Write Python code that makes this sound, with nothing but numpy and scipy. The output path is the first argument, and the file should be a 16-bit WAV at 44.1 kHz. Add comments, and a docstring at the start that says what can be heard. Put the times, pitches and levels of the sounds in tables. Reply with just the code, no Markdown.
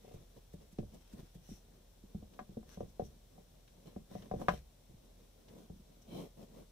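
"""A small, faintly humming workshop: two hands knot a braided cord above a plywood bench.
Fingers and sleeves rub by stick-slip; the braid hisses and swishes through the fingers.
The cord leads into a plastic pulley housing and rasps over its rim. The housing rocks, knocks and
finally drops on the bench: the shell rings in its modes, the wood thuds and sways."""
import sys
import numpy as np
from scipy import signal
from scipy.fft import rfft, irfft, next_fast_len
from scipy.io import wavfile
from scipy.ndimage import uniform_filter1d, map_coordinates

SR = 44100
rng = np.random.default_rng(int(sys.argv[2]) if len(sys.argv) > 2 else 0)


def to_wav(s):
    """Save 16-bit WAV."""
    ch = np.atleast_2d(s).T  # columns
    pcm = np.round(np.clip(ch, -1, 1) * 32767)  # PCM
    wavfile.write(sys.argv[1], SR, pcm.astype(np.int16))


N = 295911

# left-right likeness: freq_hz, correlation
STEREO_CORRELATION = [(70, 0.99), (160, 0.92), (350, 0.26), (700, 0.0095), (1500, 0.29), (5000, 0.049)]
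# stereo balance: freq_hz, left_over_right_db
STEREO_BALANCE = [(200, 0.26), (380, -2), (650, 4), (1300, 2), (2400, 0.5), (4500, 2.5), (15000, 3)]
# room decay: freq_hz, t60_s
ROOM_DECAY = [(80, 0.38), (300, 0.14), (8000, 0.06)]
# room air: freq_hz, density_db
AIR_SPECTRUM = [(20, -30.5), (50, -2.5), (105, -6.5), (200, -16), (350, -20.5), (540, -15.5), (1200, -28.5),
                (2000, -32), (3400, -26.5), (4700, -29), (5800, -27), (7000, -30.5), (15500, -33)]

# skin and cloth rubbing: freq_hz, density_db
RUB_SPECTRUM = [(60, -27.5), (105, -5), (160, 3.5), (225, 2.5), (310, -4.5), (460, -1.5), (690, -9),
                (830, -17.5), (1050, -16), (1600, -39), (3200, -31), (4800, -35.5)]
# fibre hiss: freq_hz, density_db
FIBRE_SPECTRUM = [(800, -4.5), (1400, -6), (2100, -7.5), (3500, -5.5), (4700, -11.5), (5800, -6.5),
                  (7000, -14), (15500, -16)]
# dry fibres crackling: freq_hz, density_db
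CRACKLE_SPECTRUM = [(2000, -6.5), (6000, -3), (15000, -8.5)]
# sliding braid: freq_hz, density_db
BRAID_SPECTRUM = [(2000, -14), (3200, -5), (4800, -8.5), (5800, 6.5), (6900, -6.5), (15000, -10)]
# hand strokes along cord and housing: centre_s, length_s, level_db
HAND_STROKES = [(0.121, 0.24, -60.5), (0.378, 0.044, -53.5), (0.62, 0.039, -58), (0.952, 0.058, -57),
                (1.18, 0.12, -57.5), (2.364, 0.11, -61.5), (2.718, 0.088, -63.5), (3.385, 0.098, -62.5),
                (3.886, 0.11, -55.5), (4.13, 0.063, -56), (4.245, 0.11, -55.5), (4.425, 0.1, -46.5),
                (5.56, 0.2, -55), (6.11, 0.095, -52.5), (6.19, 0.14, -43), (6.415, 0.069, -49.5),
                (6.578, 0.13, -53)]
# cord drawn between the fingers: centre_s, length_s, level_db
CORD_DRAWS = [(0.12, 0.27, -72.5), (1.15, 0.4, -69.5), (1.5, 0.17, -73), (2.725, 0.098, -62.5),
              (4.16, 0.12, -63.5), (4.425, 0.07, -66), (4.54, 0.1, -56)]
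# fingertip skips: centre_s, level_db
FINGER_SKIPS = [(0.144, -66.5), (0.538, -66.5), (0.728, -67), (0.948, -65.5), (1.134, -65), (1.352, -67.5)]
# nail or strand catches: start_s, level_db
NAIL_CATCHES = [(0.785, -55), (2.337, -63.5), (3.678, -61.5), (4.222, -56), (5.483, -59)]
# braid slips through a pinch: centre_s, length_s, level_db
BRAID_SLIPS = [(1.52, 0.15, -63.5), (2.725, 0.08, -72), (2.81, 0.036, -72), (2.895, 0.025, -69.5),
               (3.06, 0.048, -64.5), (6.025, 0.019, -65)]
# taut braid passes over the rim: centre_s, length_s, level_db
RIM_RASPS = [(3.885, 0.07, -72.5), (4.53, 0.12, -67.5), (6.17, 0.16, -61.5)]
# rim resonances: freq_hz, width_hz, level_db
RIM_MODES = [(2320, 96, -3.5), (3170, 110, 3), (4110, 140, -3), (5600, 340, -10.5)]

# plywood response: freq_hz, density_db
BENCH_SPECTRUM = [(50, 4), (110, 1.5), (155, 3), (180, -3), (218, -1.5), (275, -17.5), (325, 1), (420, -9),
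                  (900, -57)]
# hands press on the bench: start_s, level_db, pitch_hz
HAND_BUMPS = [(0.727, -58, 171), (1.135, -49, 190), (1.19, -50.5, 159), (1.227, -52.5, 156),
              (1.514, -48.5, 197), (2.037, -55.5, 187), (4.894, -53, 130), (4.94, -55.5, 120),
              (5.731, -58.5, 183), (5.76, -57.5, 163), (5.797, -58.5, 175)]
# plastic shell modes: freq_hz, level_db, t60_s, left_over_right_db
HOUSING_MODES = [(469, -1, 0.14, -0.5), (523, -5, 0.05, 5), (594.7, 0, 0.1, 9.5), (743, 4.5, 0.05, 13),
                 (1016, -4.5, 0.07, 10), (1148, -4.5, 0.05, 9), (1217, -0.5, 0.031, -4),
                 (1476, -8, 0.047, 14), (1620, -1, 0.059, 3), (1715, -8, 0.058, 13), (1900, -4, 0.042, 9),
                 (2110, 2.5, 0.04, 3.5), (2465, 3, 0.042, 7)]
# phase offset from the shell's uneven radiation: freq_hz, right_lead_rad
HOUSING_PHASE = [(350, 2.7), (620, 2), (1050, 0.22), (2400, 1.95)]
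# housing meets bench: start_s, ring_db, hardness_hz, thud_db, thud_hz
HOUSING_KNOCKS = [(0.141, -55, 477, -49.5, 157.5), (0.538, -56, 510, -48.5, 179),
                  (0.786, -44.5, 583, -37, 178), (0.83, -55, 580, -55, 160),
                  (1.352, -62.5, 466, -51.5, 178), (1.489, -61.5, 720, -53.5, 156),
                  (2.147, -52, 437, -41.5, 195), (2.225, -58, 650, -52, 200),
                  (2.391, -44.5, 1340, -58, 202), (2.411, -64, 895, -53, 204),
                  (2.491, -60.5, 420, -50.5, 180), (2.57, -44.5, 480, -42, 218),
                  (2.629, -64.5, 1090, -65, 198), (2.773, -51, 666, -47, 184),
                  (2.806, -39.5, 585, -44, 194), (2.829, -53, 510, -50, 167), (2.996, -35, 600, -44.5, 220),
                  (3.019, -46, 510, -44, 139), (3.379, -60, 770, -60, 177), (3.962, -50, 700, -44, 196),
                  (4.112, -58, 676, -57, 190), (4.152, -45, 630, -45, 181), (4.313, -38, 870, -44, 180),
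                  (4.338, -38.5, 570, -41, 186), (4.36, -51, 494, -45.5, 174),
                  (4.397, -55, 730, -55.5, 170.3), (4.415, -42.5, 835, -47, 198),
                  (4.484, -25, 1376, -38.5, 176), (4.536, -46.5, 690, -45.5, 149.6),
                  (5.699, -55.5, 463, -47, 167)]

GRIP_T60_S, GRIP_HARDNESS_HZ = 0.17, 672  # hand damping at this hardness; harder hits ring longer


def amp(db):
    """Decibels to gain."""
    return 10 ** (np.asarray(db) / 20)


def unit_rms(x):
    """x at rms 1."""
    return x / np.sqrt(np.mean(x ** 2) + 1e-20)


def unit_attack(x):
    """x at rms 1 over its first 16 ms."""
    return x / np.sqrt(np.mean(x[..., :SR // 62] ** 2) + 1e-20)


def curve_at(points, hz):
    """(freq_hz, value) points interpolated on a log axis."""
    knots_hz, values = np.transpose(points)
    return np.interp(np.log(hz + 1), np.log(knots_hz + 1), values)


def noise(size):
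    """Two independent white channels."""
    return rng.standard_normal((2, size))


def wobble(rate_hz):
    """Smooth random curve."""
    return map_coordinates(rng.standard_normal(int(N * rate_hz / SR) + 4), [np.arange(N) * rate_hz / SR])


def swells(rows):
    """Gaussian envelopes from (centre_s, length_s, level_db), summed in power."""
    t = np.arange(N) / SR
    power = sum(amp(db) ** 2 * np.exp(-(np.pi * (t - centre_s) / length_s) ** 2)
                for centre_s, length_s, db in rows)
    return np.sqrt(power + 1e-20)


def filtered(x, response):
    """x through response(hz)."""
    size = x.shape[-1]
    padded = next_fast_len(size + SR // 4)
    return irfft(rfft(x, padded) * response(np.fft.rfftfreq(padded, 1 / SR)), padded)[..., :size]


def add(track, start_s, sound):
    """Mix a sound into a track."""
    part = track[:, max(round(start_s * SR), 0):][:, :sound.shape[-1]]
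    part += sound[..., :part.shape[-1]]


def spread(pair):
    """Independent channels to stereo: alike in the bass, apart in the treble."""
    def mid_side_gains(hz):
        angle_rad = np.arccos(np.clip(curve_at(STEREO_CORRELATION, hz), -1, 1)) / 2
        return np.array([np.cos(angle_rad), np.sin(angle_rad)])
    mid, side = filtered(pair, mid_side_gains)
    balance = lambda hz: amp(np.outer([.5, -.5], curve_at(STEREO_BALANCE, hz)))
    return filtered(np.array([mid + side, mid - side]), balance)


def coloured(pair, spectrum):
    """Stereo texture shaped by a spectrum, rms 1."""
    return unit_rms(spread(filtered(pair, lambda hz: amp(curve_at(spectrum, hz)))))


def room_tone(air_db=-66, hum_hz=40, hum_db=-65):
    """Still air and a deep, wavering hum."""
    drift_rad, waver_db = .3 * wobble(3), 1.5 * wobble(5)
    hum = np.sqrt(2) * np.sin(2 * np.pi * hum_hz * np.arange(N) / SR + drift_rad)
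    return amp(air_db) * coloured(noise(N), AIR_SPECTRUM) + amp(hum_db + waver_db) * hum


def room_echo(x, wet_db, rise_s=0.0036):
    """x plus its short echo from clutter and walls."""
    hz, t, bins = signal.stft(noise(SR // 2), SR, nperseg=256)
    envelope = amp(-60 * t / curve_at(ROOM_DECAY, hz)[:, None]) * (1 - np.exp(-t / rise_s)) ** 2
    tail = spread(signal.istft(bins * envelope, SR, nperseg=256)[1])
    echo = signal.fftconvolve(x, tail / np.linalg.norm(tail[0]), axes=1)[:, :x.shape[-1]]
    return x + amp(wet_db) * echo


def friction(rate_hz, scatter_db, slide_gain):
    """Uneven stick-slip releases over smooth sliding noise."""
    releases = (rng.random(N) < rate_hz / SR) * amp(scatter_db * rng.standard_normal(N))
    return unit_rms(releases * noise(N)) + slide_gain * noise(N)


def patchy_hiss(pair, depth_db=3):
    """Random time-frequency patches make the hiss shimmer unevenly."""
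    bins = signal.stft(pair, nperseg=512)[2]
    patches = uniform_filter1d(rng.standard_normal(bins.shape[1:]), size=3, axis=0)
    patches = uniform_filter1d(patches, size=16, axis=1)
    return signal.istft(bins * amp(depth_db * unit_rms(patches)), nperseg=512)[1][:, :N]


def hand_rub(idle_rub_db=-71, idle_hiss_db=-84, steady_db=-44,
             hiss_db=-70.5, stroke_ref_db=-53.5, hiss_db_per_db=0.65):
    """Skin and cloth rub dully; the cord's fibres hiss under strokes and draws."""
    stroke = swells(HAND_STROKES)
    # finger pressure flutters in slow strokes, evens out above steady_db
    pressure_db = 1.8 * wobble(40) / (1 + (stroke / amp(steady_db)) ** 2)
    fidget = amp(5.5 * np.tanh(wobble(13)))
    rub_level = np.hypot(stroke, amp(idle_rub_db) * fidget)
    stroke_hiss = amp(hiss_db) * (stroke / amp(stroke_ref_db)) ** hiss_db_per_db
    drag = np.hypot(stroke_hiss, swells(CORD_DRAWS))
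    hiss_level = np.hypot(drag, amp(idle_hiss_db) * fidget)
    skin = friction(rate_hz=2000, scatter_db=2, slide_gain=1)
    fibres = friction(rate_hz=900, scatter_db=3.5, slide_gain=1.1)
    rub = rub_level * coloured(skin, RUB_SPECTRUM)
    hiss = hiss_level * coloured(patchy_hiss(fibres), FIBRE_SPECTRUM)
    return amp(pressure_db) * (rub + hiss)


def fibre_crackles(length_s=0.024):
    """A skipping fingertip rustles small clumps of dry fibres."""
    snaps = friction(rate_hz=3000, scatter_db=2, slide_gain=1.2)
    envelope = swells([(centre_s, length_s, db) for centre_s, db in FINGER_SKIPS])
    return envelope * coloured(snaps, CRACKLE_SPECTRUM)


def scratch(size, cutoff_hz=7500):
    """Dry scraping noise with a dulled top."""
    return filtered(coloured(noise(size), FIBRE_SPECTRUM), lambda hz: 1 / (1 + (hz / cutoff_hz) ** 4))


def nail_catches(t60_s=0.09):
    """A nail or strand catches and lets go with a sudden scratch."""
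    track, t = np.zeros((2, N)), np.arange(SR // 4) / SR
    for start_s, db in NAIL_CATCHES:
        add(track, start_s, amp(db - 60 * t / t60_s) * scratch(len(t)))
    return track


def braid_slips():
    """The braid slides under a fingertip in short, bright swishes."""
    slide = friction(rate_hz=2000, scatter_db=2, slide_gain=1.2)
    return swells(BRAID_SLIPS) * coloured(slide, BRAID_SPECTRUM)


def rim_rasps(drift_samples=50):
    """The braid's ribs excite rim resonances, which drift with cord tension."""
    def response(hz):
        return sum((-1) ** k * amp(db) * 1j * hz * width_hz / (mode_hz ** 2 - hz ** 2 + 1j * hz * width_hz)
                   for k, (mode_hz, width_hz, db) in enumerate(RIM_MODES))
    ringing = filtered(noise(N), response)
    position = np.arange(N) + drift_samples * wobble(7)
    drifting = np.array([map_coordinates(channel, [position]) for channel in ringing])
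    return swells(RIM_RASPS) * unit_rms(spread(drifting))


def bench_sway(t, mode_hz=63, t60_s=0.6, rise_s=0.0018):
    """The whole bench swings in its lowest mode."""
    return np.sin(2 * np.pi * mode_hz * t) * amp(-60 * t / t60_s) * (1 - np.exp(-t / rise_s))


def bench_thud(t, pitch_hz, glide, glide_s=0.0026, push_t60_s=0.041, rise_s=0.0097,
               shudder_gain=0.65, shudder_t60_s=0.14, cutoff_hz=600):
    """A low push, falling in pitch as fast bending waves arrive first, then a diffuse shudder."""
    cycles = pitch_hz * (t + glide * glide_s * (1 - np.exp(-t / glide_s)))
    push = unit_attack(np.sin(2 * np.pi * cycles) * amp(-60 * t / push_t60_s) * (1 - np.exp(-t / rise_s)))
    shudder = unit_attack(coloured(noise(len(t)), BENCH_SPECTRUM) * amp(-60 * t / shudder_t60_s))
    board_inertia = signal.butter(2, cutoff_hz, fs=SR, output="sos")
    return signal.sosfilt(board_inertia, push + shudder_gain * shudder)


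def hand_bumps():
    """Soft thuds of the hands through the plywood."""
    track, t = np.zeros((2, N)), np.arange(SR // 2) / SR
    for start_s, db, pitch_hz in HAND_BUMPS:
        add(track, start_s, amp(db) * bench_thud(t, pitch_hz, glide=0.89))
    return track


def housing_ring(t, hardness_hz, rib_t60_s=0.15, jolt_gain=0.039, jolt_t60_s=0.017):
    """One blow on the shell: soft contacts reach the low modes, hard ones mostly the higher."""
    hz, db, t60_s, pan_db = np.transpose(HOUSING_MODES)[:, :, None]
    # each grip shifts the modes; a hard, free drop rings nearly true
    grip = min(1, (GRIP_HARDNESS_HZ / hardness_hz) ** 2)
    hz = hz * (1 + grip * 0.015 * rng.standard_normal(hz.shape))
    decays = amp(db + 2 * grip * rng.standard_normal(hz.shape) - 60 * t / t60_s)
    offset_rad = curve_at(HOUSING_PHASE, hz) / 2
    modes = [decays * amp(side * pan_db / 2) * np.sin(2 * np.pi * hz * t - side * offset_rad)
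             for side in (1, -1)]
    ribs = spread(noise(len(t))) * amp(-60 * t / rib_t60_s)  # many weak, short-lived modes
    ring = np.sum(modes, axis=1) + ribs
    jolt = np.sin(2 * np.pi * 0.883 * hardness_hz * t) * amp(-60 * t / jolt_t60_s)  # shell stops dead
    lowpass = signal.butter(4, hardness_hz, fs=SR, output="sos")
    highpass = signal.butter(2, 0.56 * hardness_hz, "highpass", fs=SR, output="sos")
    contact_band = lambda x: unit_attack(signal.sosfilt(np.vstack([lowpass, highpass]), x))
    return unit_attack(contact_band(ring) + jolt_gain * contact_band(jolt))


def knot_tugs(start_s=0.046, period_s=0.033, count=3, level_db=-58, hardness_hz=600):
    """The knot tightens strand by strand; each step tugs the housing through the cord."""
    track, t = np.zeros((2, N)), np.arange(SR // 4) / SR
    for step in range(count):
        add(track, start_s + step * period_s, amp(level_db) * housing_ring(t, hardness_hz))
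    return track


def knock(t, ring_db, hardness_hz, thud_db, thud_hz,
          glide_above_hz=585, crack_t60_s=0.092, scuff_db=-33, scuff_t60_s=0.26, sway_db=-13):
    """The rim hits the bench: plastic rings and cracks, wood thuds and sways."""
    hand_damping = amp(-60 * t / GRIP_T60_S * (GRIP_HARDNESS_HZ / hardness_hz) ** 2)
    ring = unit_attack(housing_ring(t, hardness_hz) * hand_damping)
    # harder contacts launch faster bending waves: the thud starts higher
    thud = bench_thud(t, thud_hz, glide=1 / (1 + (glide_above_hz / hardness_hz) ** 4))
    crack_db = -15.5 + 12.5 * np.log2(hardness_hz / 1260)
    crack = scratch(len(t)) * amp(crack_db - 60 * t / crack_t60_s)
    scuff = coloured(noise(len(t)), FIBRE_SPECTRUM) * amp(scuff_db - 60 * t / scuff_t60_s)
    blow = amp(ring_db) * (ring + scuff + crack) + amp(thud_db) * thud
    sway_force = np.hypot(amp(thud_db), 0.45 * amp(ring_db)) * (185 / thud_hz) ** 3
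    return room_echo(blow, wet_db=-14.0) + sway_force * amp(sway_db) * bench_sway(t)


def housing_knocks():
    """The housing rocks on the bench, often falling back for a second contact."""
    track, t = np.zeros((2, N)), np.arange(SR // 2) / SR
    for start_s, ring_db, hardness_hz, thud_db, thud_hz in HOUSING_KNOCKS:
        add(track, start_s, knock(t, ring_db, hardness_hz, thud_db, thud_hz))
    return track


def scene():
    """Bench, hands, cord and room, summed in stereo."""
    handling = housing_knocks() + hand_bumps() + hand_rub()
    cord = knot_tugs() + braid_slips() + rim_rasps() + nail_catches() + fibre_crackles()
    return handling + cord + room_tone()


def record(dry, echo_s=0.000522, echo_db=-15, cutoff_hz=15600):
    """A reflection beside the microphones ripples the treble; a hard band limit follows."""
    ripple = lambda hz: 1 + amp(echo_db) * hz / (hz + 2000) * np.exp(-2j * np.pi * hz * echo_s)
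    return filtered(dry, lambda hz: ripple(hz) * (hz < cutoff_hz))


dry = scene()
out = record(dry)
to_wav(out)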